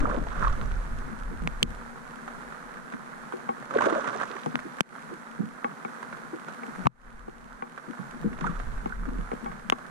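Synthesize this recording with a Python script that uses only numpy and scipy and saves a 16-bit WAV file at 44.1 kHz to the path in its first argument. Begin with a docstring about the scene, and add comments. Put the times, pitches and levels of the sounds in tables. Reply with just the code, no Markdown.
"""Hooked fish on a rainy lake

A lake in steady rain, heard from a camera in a waterproof case worn by the angler. Close by, a hooked
fish thrashes at the surface, driving bubbles under and flinging spray. Drops tap the case, and some
strike right at the microphone ports, so that the limiter ducks the rain. The angler's movements bump
the case and stir a low rumble."""
import sys
import numpy as np
from scipy import signal
from scipy.fft import rfft, irfft, next_fast_len
from scipy.io import wavfile
from scipy.ndimage import uniform_filter1d, minimum_filter1d, map_coordinates

SR = 44100
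rng = np.random.default_rng(int(sys.argv[2]) if len(sys.argv) > 2 else 0)


def output_pcm(signal):
    """Save a mono or channel-first signal as 16-bit PCM at the path in sys.argv[1].

    Samples are clipped to [-1, 1] before scaling.
    """
    pcm = np.clip(np.atleast_2d(signal).T, -1, 1) * 32767
    wavfile.write(sys.argv[1], SR, np.round(pcm).astype(np.int16))


N = 436590

# bouts of thrashing: start_s, length_s, foam_db, slosh_db
THRASH_BOUTS = [(0.0, 0.17, -43.5, -35), (0.323, 0.058, -43, -66), (0.425, 0.034, -38.5, -49),
                (0.599, 0.023, -48.5, -46.5), (3.754, .005, -40, -28.5), (3.831, 0.15, -35.5, -36),
                (4.07, 0.031, -38.5, -42.5), (4.205, 0.028, -40.5, -52), (4.312, 0.05, -50, -64),
                (8.462, 0.0084, -39.5, -62)]
# spectrum of foaming water: frequency_hz, relative_db
FOAM_SPECTRUM = [(130, -26), (250, -15), (600, -1.5), (800, -15.5), (1150, 2.5), (1550, 0.5), (2100, -18),
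                 (3000, -22.5), (3600, -21.5), (4800, -36), (6200, -31), (9500, -35), (14000, -69)]
# spectrum of flung spray: frequency_hz, relative_db
SPRAY_SPECTRUM = [(1000, 22), (2000, 18), (3500, 3), (4800, -4.5), (6200, -0.5), (9500, -12),
                  (12000, -29.5), (16000, -55)]
# modes of the plastic case: pitch_hz, level_db, t60_s, right_to_left_ratio
CASE_MODES = [(235.1, 7.5, 0.13, 0.49), (363.7, 8.5, 0.15, -0.62), (474, 4.5, 0.071, 1),
              (795, 15.5, 0.093, -1.03), (862, 11.5, 0.11, -0.82), (1108, 13, 0.1, -0.42),
              (1184, 13.5, 0.039, -0.66), (1420, 23, 0.014, -0.37), (1970, 15.5, 0.0088, 1),
              (2220, 0.5, 0.07, 1), (2660, 9, 0.017, -0.1), (3240, -1, 0.013, 1)]


def amp(db):
    """Decibels to gain."""
    return 10 ** (np.asarray(db) / 20)


def unit(x):
    """x at rms 1."""
    return x / np.sqrt(np.mean(x ** 2) + 1e-20)


def crest(x):
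    """x at peak 1."""
    return x / (np.abs(x).max() + 1e-20)


def along(points, hz):
    """(Hz, value) points read on a log axis."""
    knots_hz, values = np.transpose(points)
    return np.interp(np.log(hz + 1), np.log(knots_hz + 1), values)


def wobble(rate):
    """A smooth random curve, rate knots a second."""
    return map_coordinates(rng.standard_normal(int(N * rate / SR) + 4), [np.arange(N) * rate / SR])


def swell(start, length, rise_s, fall_db_per_s):
    """An envelope that climbs 20 dB per rise_s up to start, holds for a length and then fades."""
    t = np.arange(N) / SR - start
    db = 20 * np.minimum(t, 0) / rise_s - fall_db_per_s * np.maximum(t - length, 0)
    return amp(np.maximum(db, -200))


def filtered(x, response):
    """x through a frequency response."""
    n = x.shape[-1]
    padded = next_fast_len(n + 8192)
    return irfft(rfft(x, padded) * response(np.fft.rfftfreq(padded, 1 / SR)), padded)[..., :n]


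def coloured(x, spectrum):
    """x shaped by a (Hz, dB) spectrum, at rms 1."""
    return unit(filtered(x, lambda hz: amp(along(spectrum, hz))))


def noise(spectrum, n):
    """n samples of coloured stereo noise at rms 1."""
    return coloured(rng.standard_normal((2, n)), spectrum)


def low_cut(x, cut_hz, order):
    """x without the bass below cut_hz."""
    highpass = signal.butter(order, cut_hz, "high", analog=True)
    return filtered(x, lambda hz: signal.freqs(*highpass, hz)[1])


def sides(left_db):
    """Left and right gains of a level difference, at constant power."""
    gains = np.array([amp(left_db / 2), amp(-left_db / 2)]).reshape(2, -1)
    return gains / np.sqrt(np.mean(gains ** 2, 0))


def add(track, start_s, sound):
    """Mix a sound into a track."""
    i = int(np.clip(round(start_s * SR), 0, N - 1))
    track[..., i:i + sound.shape[-1]] += sound[..., :N - i]


def patter(rate, spread_db):
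    """Random impacts off to the right, so that they reach the left port a little later."""
    hits = (rng.random(N) < rate / SR) * amp(spread_db * np.minimum(rng.standard_normal(N), 2))
    hits *= rng.choice([-1, 1], N)
    left_arrival = np.minimum(np.arange(N) + rng.integers(10, 23, N), N - 1)
    return unit(np.array([np.bincount(left_arrival, hits, N), hits]))


def droplets(rate, hz, octaves, cycles, spread_db):
    """A stream of tiny impacts, each with its own pitch, size and side, ringing for a few cycles."""
    draws = np.random.default_rng(rng.integers(2 ** 31)).random((int(rate * N / SR), 5))
    start, pitch, size, side, lag = draws.T[:, :, None]
    samples = np.arange(SR // 120)
    age = samples / SR * hz * 2 ** (octaves * (2 * pitch - 1))  # in cycles
    size_db = -spread_db * np.log(np.maximum(1 - size, 0.02))
    ring = amp(size_db - 60 * age / cycles) * (1 - np.exp(-2 * age))
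    left = ring * (1.5 - side) * np.sin(2 * np.pi * (age - lag / 2))
    right = ring * (0.5 + side) * np.sin(2 * np.pi * age)
    at = ((start * N).astype(int) + samples).ravel()
    return unit(np.array([np.bincount(at, port.ravel(), N)[:N] for port in (left, right)]))


def rain(level_db=-43, swell_db=1.2, dull_hz=3500, notch_hz=5050):
    """Far drops merge to a hiss; nearer ones patter and plink, and a few close ones tick brightly."""
    # rain on open water: frequency_hz, relative_db
    rain_spectrum = [(53, -30), (90, -24), (203, -12.5), (231, 5.5), (311, -11.5), (378, -6.5),
                     (429, -11.5), (478, -4.5), (543, -9.5), (1010, -5), (1520, -3), (2760, -25),
                     (9990, -29.5), (13500, -41.5), (15000, -72.5)]
    # close drops against the far rain: frequency_hz, gain_db
    close_colour = [(400, -13), (1400, -14.5), (2800, 7), (4000, 1), (7000, -0.5), (14000, -4)]
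    near = filtered(patter(rate=300, spread_db=1), lambda hz: 1 / np.sqrt(1 + (hz / dull_hz) ** 2))
    close = filtered(patter(rate=8.1, spread_db=1), lambda hz: amp(along(close_colour, hz)))
    plinks = droplets(rate=160, hz=2600, octaves=1.2, cycles=7, spread_db=2)
    far = rng.standard_normal((2, N))
    drops = far + amp(-2) * near + amp(-10) * close + amp(-15) * plinks
    # the ports pass less around one treble frequency
    drops = filtered(drops, lambda hz: 1 - 0.3 * np.exp(-((hz - notch_hz) / 500) ** 2))
    return coloured(drops, rain_spectrum) * amp(level_db + swell_db * wobble(2.987) + 0.062 * wobble(6))


def bubbles(hz, scatter, spread_s, cycles, rise, count):
    """A cluster of bubbles; each rings for some cycles, rises in pitch and reaches the left port late."""
    born = spread_s * rng.exponential(size=(count, 1))
    pitch = hz * np.exp(scatter * np.clip(rng.standard_normal((count, 1)), -2, 2))
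    age = np.maximum(np.arange(SR // 12) / SR - (born - born.min()), 0) * pitch  # in cycles
    life = np.minimum(age / cycles, 2)
    ring = amp(-60 * life) * (1 - np.exp(-age ** 2)) * np.exp(-0.5 * born / spread_s)
    phase = 2 * np.pi * (age * (1 + rise * life) + rng.random((count, 1)))
    return crest(np.array([(ring * np.sin(phase - lag)).sum(0) for lag in (np.pi / 2, 0)]))


def gurgle(rate, hz, after_s=0.21):
    """Bubbles of all sizes, born at random during each bout of thrashing and just after it."""
    out = np.zeros((2, N))
    births = np.concatenate([np.arange(start, start + length + after_s, 1 / rate)
                             for start, length, *_ in THRASH_BOUTS])
    for start in births:
        size, delay = rng.standard_normal(2)
        cluster = bubbles(hz, scatter=0.266, spread_s=0.011, cycles=31, rise=0.21, count=3)
        add(out, start + abs(delay) / rate, amp(size) * cluster)
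    active_share = len(births) / rate * SR / N
    return unit(out) * np.sqrt(active_share)


def churn(rise_s=0.067):
    """Churned water boils up fast, foaming and sloshing; the spray keeps crackling down longest."""
    foaming, sloshing, spraying = np.zeros((3, N))
    for start, length, foam_db, slosh_db in THRASH_BOUTS:
        foaming += amp(foam_db) * swell(start, length, rise_s, fall_db_per_s=139)
        sloshing += amp(slosh_db) * swell(start, length, rise_s, fall_db_per_s=130)
        spraying += amp(foam_db) * swell(start, length, rise_s=0.2, fall_db_per_s=34)
    seethe = rng.standard_normal((2, N)) + 0.32 * patter(rate=900, spread_db=11)
    foam = coloured(seethe, FOAM_SPECTRUM) * amp(1 + 3.2 * wobble(60))
    # sloshing water: frequency_hz, relative_db
    slosh_spectrum = [(110, -45), (160, -7), (230, 10), (340, 1.5), (590, 9), (750, -1.5), (1100, 7),
                      (2000, -64)]
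    slosh = coloured(patter(rate=1900, spread_db=10), slosh_spectrum) * amp(-1)
    crackle = droplets(rate=420, hz=6000, octaves=0.7, cycles=7, spread_db=4.3)
    sprinkle = patter(rate=920, spread_db=0)
    spray = (coloured(sprinkle, SPRAY_SPECTRUM) + coloured(crackle, SPRAY_SPECTRUM)) * amp(-18)
    foam += amp(-7) * gurgle(rate=64, hz=1147)
    slosh += amp(-7) * gurgle(rate=37, hz=420)
    return (foaming * foam + spraying * spray) * sides(-5) + sloshing * slosh


def spatter(t60, attack_s):
    """The short hiss of droplets flung up by one slap or drop."""
    t = np.arange(SR // 12) / SR
    return crest(noise(SPRAY_SPECTRUM, len(t)) * amp(-60 * t / t60) * (1 - np.exp(-t / attack_s)))


def plop(hz, t60, glide):
    """An air pocket rings, its pitch climbing as it surfaces or falling as it opens wider."""
    t = np.arange(SR // 8) / SR
    phase = 2 * np.pi * np.cumsum(hz * 2 ** (glide * t)) / SR
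    port_lag = np.array([[np.pi / 2], [0]])
    return crest(np.sin(phase - port_lag) * amp(-60 * t / t60) * (1 - np.exp(-(hz * t) ** 2)))


def fish():
    """The fish churns the surface; each slap drives bubbles under and flings spray, and big ones plop."""
    # slaps of tail and falling water: start_s, level_db, bubble_pitch_hz, spray_db
    slaps = [(.003, -21.5, 322, -22), (0.027, -16.5, 250, -37), (0.093, -22, 230, -42),
             (0.054, -14, 1130, -36), (.069, -21.5, 910, -29), (0.096, -18, 1080, -31),
             (0.111, -19, 1110, -39), (0.136, -29, 257, -32), (0.171, -19, 249, -44),
             (0.203, -23, 230, -42), (.268, -24.5, 836, -33), (0.356, -24.5, 960, -38),
             (0.425, -14, 1260, -33), (0.446, -13, 1170, -27), (3.754, -17.5, 467, -28),
             (3.784, -16, 1400, -19), (3.808, -13, 1120, -20), (3.820, -14, 1170, -17),
             (3.84, -21, 1130, -21), (3.857, -13.5, 350, -15.5), (3.868, -13, 644, -22),
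             (3.883, -15, 930, -33), (3.925, -18, 1190, -27), (3.95, -21, 1070, -27),
             (3.995, -20.5, 1100, -39), (4.043, -19, 1000, -25), (4.057, -24, 1150, -36),
             (4.074, -34, 1390, -20), (4.095, -18, 1350, -26.5), (4.154, -23, 560, -39),
             (4.184, -31, 1240, -33), (4.199, -22, 1200, -32), (4.211, -18, 1230, -22),
             (4.213, -23.5, 620, -23), (4.232, -17, 1180, -26), (4.304, -31, 476, -35),
             (4.365, -26, 1710, -26.5), (8.388, -36, 1300, -30), (8.409, -29, 1200, -24),
             (8.44, -22, 1007, -30), (8.466, -24, 1320, -26)]
    # large bubbles and air pockets: start_s, level_db, pitch_hz, t60_s, glide_octaves_per_s
    air_pockets = [(.144, -23.5, 540, .05, 3), (0.172, -34, 323, 0.11, -1), (0.441, -18, 1245, 0.05, 4),
                   (0.471, -13.5, 1194, 0.036, -14), (3.76, -13, 430, 0.04, 5),
                   (3.787, -15, 1494, 0.038, 8), (3.868, -12.5, 580, 0.035, -15),
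                   (3.923, -16, 340, 0.036, -6), (3.957, -19, 590, 0.082, 9),
                   (3.976, -21, 513.6, 0.082, 9.5), (4.353, -33, 363, 0.052, 4),
                   (8.44, -20, 1050, 0.062, -23), (8.445, -24, 1210, 0.056, 2),
                   (8.467, -23, 1554, 0.11, -14), (8.923, -24.5, 1470, 0.038, 6.5)]
    out = churn()
    for start, db, hz, spray_db in slaps:
        cloud = bubbles(hz, scatter=0.17, spread_s=0.0035, cycles=14.2, rise=0.16, count=10)
        add(out, start, amp(db - 3) * cloud)
        add(out, start, amp(spray_db) * spatter(t60=0.032, attack_s=0.00053))
    for start, db, hz, t60, glide in air_pockets:
        add(out, start, amp(db - 1) * plop(hz, t60, glide))
    return out


def body_movement(rise_s=0.15, linger_db=-38):
    """The camera sways with each move of the body; the more it sways, the more cloth rubs its mount."""
    # the angler's moves: start_s, length_s, level_db
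    moves = [(0.0, 0.074, -18.5), (.44, 0.02, -20.5), (0.593, 0.12, -23), (0.878, 0.11, -26),
             (1.12, .04, -31), (1.41, 0.054, -27), (1.65, 0.012, -31), (2.29, 0.026, -44.5),
             (6.895, 0.34, -36.5), (8.29, 0.1, -33.5), (8.492, 0.18, -29), (8.718, 0.42, -31.5),
             (9.284, 0.43, -41.5)]
    # rumble of the swaying camera: frequency_hz, relative_db
    rumble_spectrum = [(11, -0.5), (18, -6), (27, 3.5), (40, 3.5), (53, -10.5), (81, -14.5), (97, -20.5),
                       (130, -16), (170, -60.5), (290, -120)]
    # cloth on the mount: frequency_hz, relative_db
    rub_spectrum = [(60, -41), (95, -51), (125, 0.5), (155, 7), (230, 4.5), (300, -16.5), (450, -6.5),
                    (800, -48)]
    sway = np.zeros(N)
    for start, length, db in moves:
        settling = swell(start, length, rise_s, fall_db_per_s=44)
        lingering = amp(linger_db) * swell(start, length, rise_s, fall_db_per_s=2)
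        sway = np.maximum(sway, amp(db) * np.maximum(settling, lingering))
    rumble = coloured(rng.standard_normal(N) + 0.55 * rng.standard_normal((2, N)), rumble_spectrum)
    rub = noise(rub_spectrum, N) * sides(2.9)
    rumble *= sway * amp(-5.5 + 3 * wobble(9))
    rub *= crest(sway) ** 0.18 * amp(-45 + 3.66 * wobble(18))
    return rumble + rub


def case_bumps(t60=0.11, attack_s=0.0011):
    """A soft contact gives a muffled scuff, rocks the case on its mount and stirs its lowest modes."""
    # clothes and gear against the case: start_s, length_s, level_db, pitch_hz, left_minus_right_db
    contacts = [(1.059, 0.085, -42.5, 230, 5.5), (1.312, 0.0081, -40.5, 298, -3),
                (1.417, 0.059, -31.5, 178.3, 2.5), (1.624, 0.0094, -23.5, 223, 1),
                (2.934, 0.0086, -36, 240, -1), (4.46, .004, -33, 213, 9), (4.539, 0.017, -33, 240, 11),
                (4.651, .012, -39.5, 323, -2), (5.11, 0.022, -39, 315, -4), (5.39, 0.011, -26.5, 202, -10),
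                (5.428, .002, -34, 201, -2), (5.463, 0.016, -42, 238, 1), (6.33, 0.018, -35, 325, 2),
                (6.681, 0.0064, -40, 225, 6), (6.783, 0.02, -35, 177, 15), (6.85, 0.031, -18, 129.2, 12.5),
                (7.878, 0.024, -35.5, 232, 22), (7.988, 0.0088, -35.5, 180, -13),
                (8.131, 0.041, -42, 237, 5), (8.243, 0.03, -23.5, 225, 5.5), (8.315, 0.026, -38, 229, 3),
                (8.411, 0.1, -31, 185.8, 9), (9.067, 0.018, -34.5, 246, 11), (9.115, 0.043, -40, 252, 5),
                (9.185, 0.005, -33, 162, -7), (9.424, 0.021, -38.5, 240, 22)]
    out, t = np.zeros((2, N)), np.arange(SR // 6) / SR
    wall_hz = np.transpose(CASE_MODES)[0, :3, None, None]
    port_lag = np.array([[0], [2.0]])
    for start, length, db, hz, pan_db in contacts:
        pitch = hz * (1 + 0.071 * wobble(57)[:len(t)])  # the contact presses unevenly
        rock = unit(np.sin(2 * np.pi * np.cumsum(pitch) / SR + port_lag))
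        walls = unit(np.sin(2 * np.pi * (wall_hz * t + rng.random((len(wall_hz), 2, 1)))).sum(0))
        walls *= amp(-7.5 + 11 * np.log2(hz / wall_hz.min()))  # higher bumps stir them more
        muffle = lambda f: 1 / (1 + 1.6 * (f / hz - hz / (f + 1)) ** 2) / (1 + (f / (1.65 * hz)) ** 4)
        scuff = unit(filtered(rng.standard_normal((2, len(t))), muffle))
        envelope = (1 - np.exp(-t / attack_s)) * amp(-60 * np.maximum(t - length, 0) / t60)
        thud = (amp(2) * rock + walls + scuff) * envelope
        thud /= np.std(thud[:, :SR // 25], axis=1, keepdims=True)
        add(out, start, thud * amp(db) * sides(pan_db))
    return out


def port_strikes(thump_hz=190, wall_hz=500, ping_hz=7800, crack_above_hz=1150):
    """A drop hits a port: a short burst, a higher crack, a splat, a ping and a membrane-and-wall thump."""
    # direct hits on the microphone ports:
    # start_s, level_db, pitch_hz, swell_s, crack_db, splat_db, thump_db
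    direct_hits = [(1.4746, -7, 1070, 0.00011, -12.5, -17.5, -14),
                   (1.6288, 7.5, 3040, 0.00028, -8.5, -2, -14.5),
                   (4.4605, -16.5, 890, 0.00044, -21, -13.5, -10),
                   (4.556, -5.5, 1320, 0.00012, -33, -27, -34),
                   (4.807, 18.5, 1300, 0.00016, -9.5, -9.5, -10),
                   (6.8693, 32, 1064, 0.00043, -17, -23.5, -10.5),
                   (9.6998, 6, 1700, 0.000079, -16.5, -13.5, -29.5)]
    # how far the two ports swing out of step: frequency_hz, phase_rad
    port_phase = [(1000, 2.17), (1600, 1.96), (3000, 2.2)]
    out, t = np.zeros((2, N)), np.arange(SR // 12) / SR
    # water bursting on a port: frequency_hz, relative_db
    splat_spectrum = [(300, -38.5), (1500, -0.5), (3300, 4.5), (4300, -6), (6500, -1.5), (8500, -10),
                      (12000, -19.5), (16000, -29)]
    onset = 1 - np.exp(-t / 0.00031)

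    def burst(hz, swell_s, phase):
        """A few cycles of pressure in the two ports."""
        envelope = t ** 2 * np.exp(-t / swell_s)
        return crest(envelope * np.sin(2 * np.pi * hz * t + np.array([[0], [phase]])))

    def ring(hz, t60):
        """One decaying mode."""
        return np.sin(2 * np.pi * hz * t) * amp(-60 * t / t60)

    for start, db, hz, swell_s, crack_db, splat_db, thump_db in direct_hits:
        splat = crest(noise(splat_spectrum, len(t)) * amp(-60 * t / 0.0086) * onset) * sides(1.1)
        crack = burst(hz + crack_above_hz, swell_s=0.00024, phase=0.42)
        hit = burst(hz, swell_s, along(port_phase, hz)) + amp(crack_db) * crack + amp(splat_db) * splat
        thump = ring(thump_hz, t60=0.024) - amp(1) * ring(wall_hz, t60=0.0048)
        ping = amp(-2.5 + 2 * splat_db) * ring(ping_hz, t60=0.008) * onset  # only wet hits ping clearly
        hit += (ping + amp(thump_db) * thump) * sides(50)
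        add(out, start, amp(db) * crest(hit))
    return low_cut(out, cut_hz=120, order=3)


def mount_jolts(attack_s=0.006):
    """After a hard knock the camera nods on its mount with a deep thud."""
    # knocks to the camera: start_s, level_db
    knocks = [(1.636, -23.5), (6.842, -37)]
    # modes of the mount: pitch_hz, level_db, t60_s
    mount_modes = [(36, -2, 0.46), (72.4, -7.5, .35)]
    out, t = np.zeros(N), np.arange(SR) / SR
    nod = sum(amp(db - 60 * t / t60) * np.sin(2 * np.pi * hz * t) for hz, db, t60 in mount_modes)
    nod *= 1 - np.exp(-t / attack_s)
    for start, db in knocks:
        add(out, start, amp(db) * nod)
    return out


def drips(faint_per_s=2, faint_db=-36, faint_hz=1200):
    """A near drop ticks on the surface and traps a few tiny bubbles; fainter ones fall at random."""
    # drops on the water nearest the microphone: start_s, level_db, pitch_hz
    nearest = [(2.278, -25.5, 990), (2.523, -28.5, 1440), (2.741, -36, 1490), (2.77, -29.5, 1360),
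               (2.922, -26.5, 1280), (2.937, -30, 1500), (3.323, -25.5, 1040), (3.625, -28.5, 1288),
               (3.708, -24, 1360), (3.738, -22.5, 1300), (4.59, -26, 1390), (4.785, -28, 1530),
               (6.028, -27, 1260), (6.127, -28, 1500), (6.483, -26, 1230), (6.751, -36, 1400),
               (7.077, -46, 1330), (7.777, -25.5, 1140), (8.33, -32, 1460), (8.599, -28, 1180),
               (9.054, -32, 1310), (9.517, -31, 1390)]
    out, t = np.zeros((2, N)), np.arange(SR // 12) / SR
    gaps, sizes, pitches = rng.random((60, 3)).T
    starts = np.cumsum(2 * gaps / faint_per_s)
    faint = [(start, faint_db + 5 * (size - 0.5), faint_hz * 2 ** (pitch - 0.5))
             for start, size, pitch in zip(starts, sizes, pitches) if start < N / SR]
    for start, db, hz in nearest + faint:
        tick = crest(noise(FOAM_SPECTRUM, len(t)) * amp(-60 * t / 0.065) * (1 - np.exp(-t / 0.00023)))
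        trapped = bubbles(0.93 * hz, scatter=0.087, spread_s=0.000994, cycles=4.3, rise=0.2, count=5)
        add(out, start, amp(db) * (trapped + amp(-3) * tick))
        add(out, start, amp(db - 7) * spatter(t60=0.028, attack_s=0.0018))
    return out


def case_taps(pivot_hz=960, spot_octaves=0.18, splat_t60=0.04):
    """A drop rings the plastic case, each spot favouring other modes."""
    # drops on the case: start_s, level_db, tilt_db_per_octave, spot_hz, spot_boost_db, t60_ratio
    taps = [(3.335, -55, -3, 392, 21, 0.88), (3.49, -43, -3, 848.4, 3, 1),
            (4.464, -47, -8, 249.2, -2.5, 0.61), (5.6441, -39, -0.6, 1200, 3, 0.84),
            (5.713, -56, 4, 700, -5, 0.34), (5.849, -45.5, -1.5, 2270, 7, 0.69),
            (6.634, -52, -1.5, 2200, 1, 0.84), (6.857, -43, 3, 760, 16, 0.22),
            (7.281, -49.5, -4, 400, 17.5, 0.36), (7.623, -43, -1, 1200, 2.5, 0.73),
            (8.858, -41.5, -2, 1044, -8, 0.4), (9.316, -45, -2, 390, 9, 0.7),
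            (9.332, -50, -6.5, 480, 14.5, 0.32), (9.46, -50.5, -3, 500, -13, 1.5),
            (9.7232, -29, 1, 3000, 16, 0.31)]
    out, t = np.zeros((2, N)), np.arange(SR // 6) / SR
    hz, mode_db, t60, right_ratio = np.transpose(CASE_MODES)[:, :, None]
    for start, level_db, tilt, spot_hz, boost_db, t60_ratio in taps:
        size, detune, phase = rng.standard_normal((3, len(CASE_MODES), 1))
        spot_db = boost_db * np.exp(-0.5 * (np.log2(hz / spot_hz) / spot_octaves) ** 2)
        db = level_db + 4 + tilt * np.log2(hz / pivot_hz) + mode_db + spot_db + 2.7 * size
        decay = amp(db - 60 * t / (t60 * t60_ratio))
        modes = decay * np.sin(2 * np.pi * (hz * (1 + 0.018 * detune) * t + phase))
        # the walls flex, so that the ports often swing against each other
        ring = np.array([modes.sum(0), (right_ratio * modes).sum(0)])
        splat = noise(FOAM_SPECTRUM, len(t)) * amp(level_db + 8 - 60 * t / splat_t60)
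        add(out, start, (ring + splat) * (1 - np.exp(-t / 0.00057)))
        add(out, start, amp(level_db + 9) * spatter(t60=0.0081, attack_s=0.00019))
    return out


def scene():
    """The lake comes in through the ports, contacts through the case; sway and jolts carry the bass."""
    # the two ports colour the outside differently: frequency_hz, left_minus_right_db
    port_balance = [(100, -1), (220, 15), (330, -5), (650, 1), (1250, -9), (2400, -1), (4300, 0.5),
                    (6500, -5), (14000, -0.5)]
    lake = filtered(rain() + drips() + fish(), lambda hz: sides(along(port_balance, hz)))
    lake_and_case = low_cut(lake + case_taps() + case_bumps(), cut_hz=116, order=10)
    return lake_and_case + port_strikes() + mount_jolts() + body_movement()


def released(over_db, db_per_s):
    """Gain reduction that jumps up at once and falls back at a steady rate."""
    fall = db_per_s * np.arange(N) / SR
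    return np.maximum.accumulate(over_db + fall) - fall


def record(dry, limit_db=-1.13, deep_db=21, ceiling=0.58, top_hz=16400):
    """The camera's limiter ducks at each overload, longer after a deep one; then clip and band limit."""
    over_db = np.maximum(20 * np.log10(np.abs(dry).max(0) + 1e-9) - limit_db, 0)
    held_db = -minimum_filter1d(-over_db, size=89)  # each peak is held for 2 ms
    fast_db = released(held_db, db_per_s=124.5)
    slow_db = released(np.maximum(held_db - deep_db, 0), db_per_s=10.5)
    duck_db = uniform_filter1d(np.maximum(fast_db, slow_db), size=45)
    clipped = np.clip(dry * amp(-duck_db), -ceiling, ceiling)
    return filtered(clipped, lambda hz: hz < top_hz)


dry = scene()
out = record(dry)
output_pcm(out)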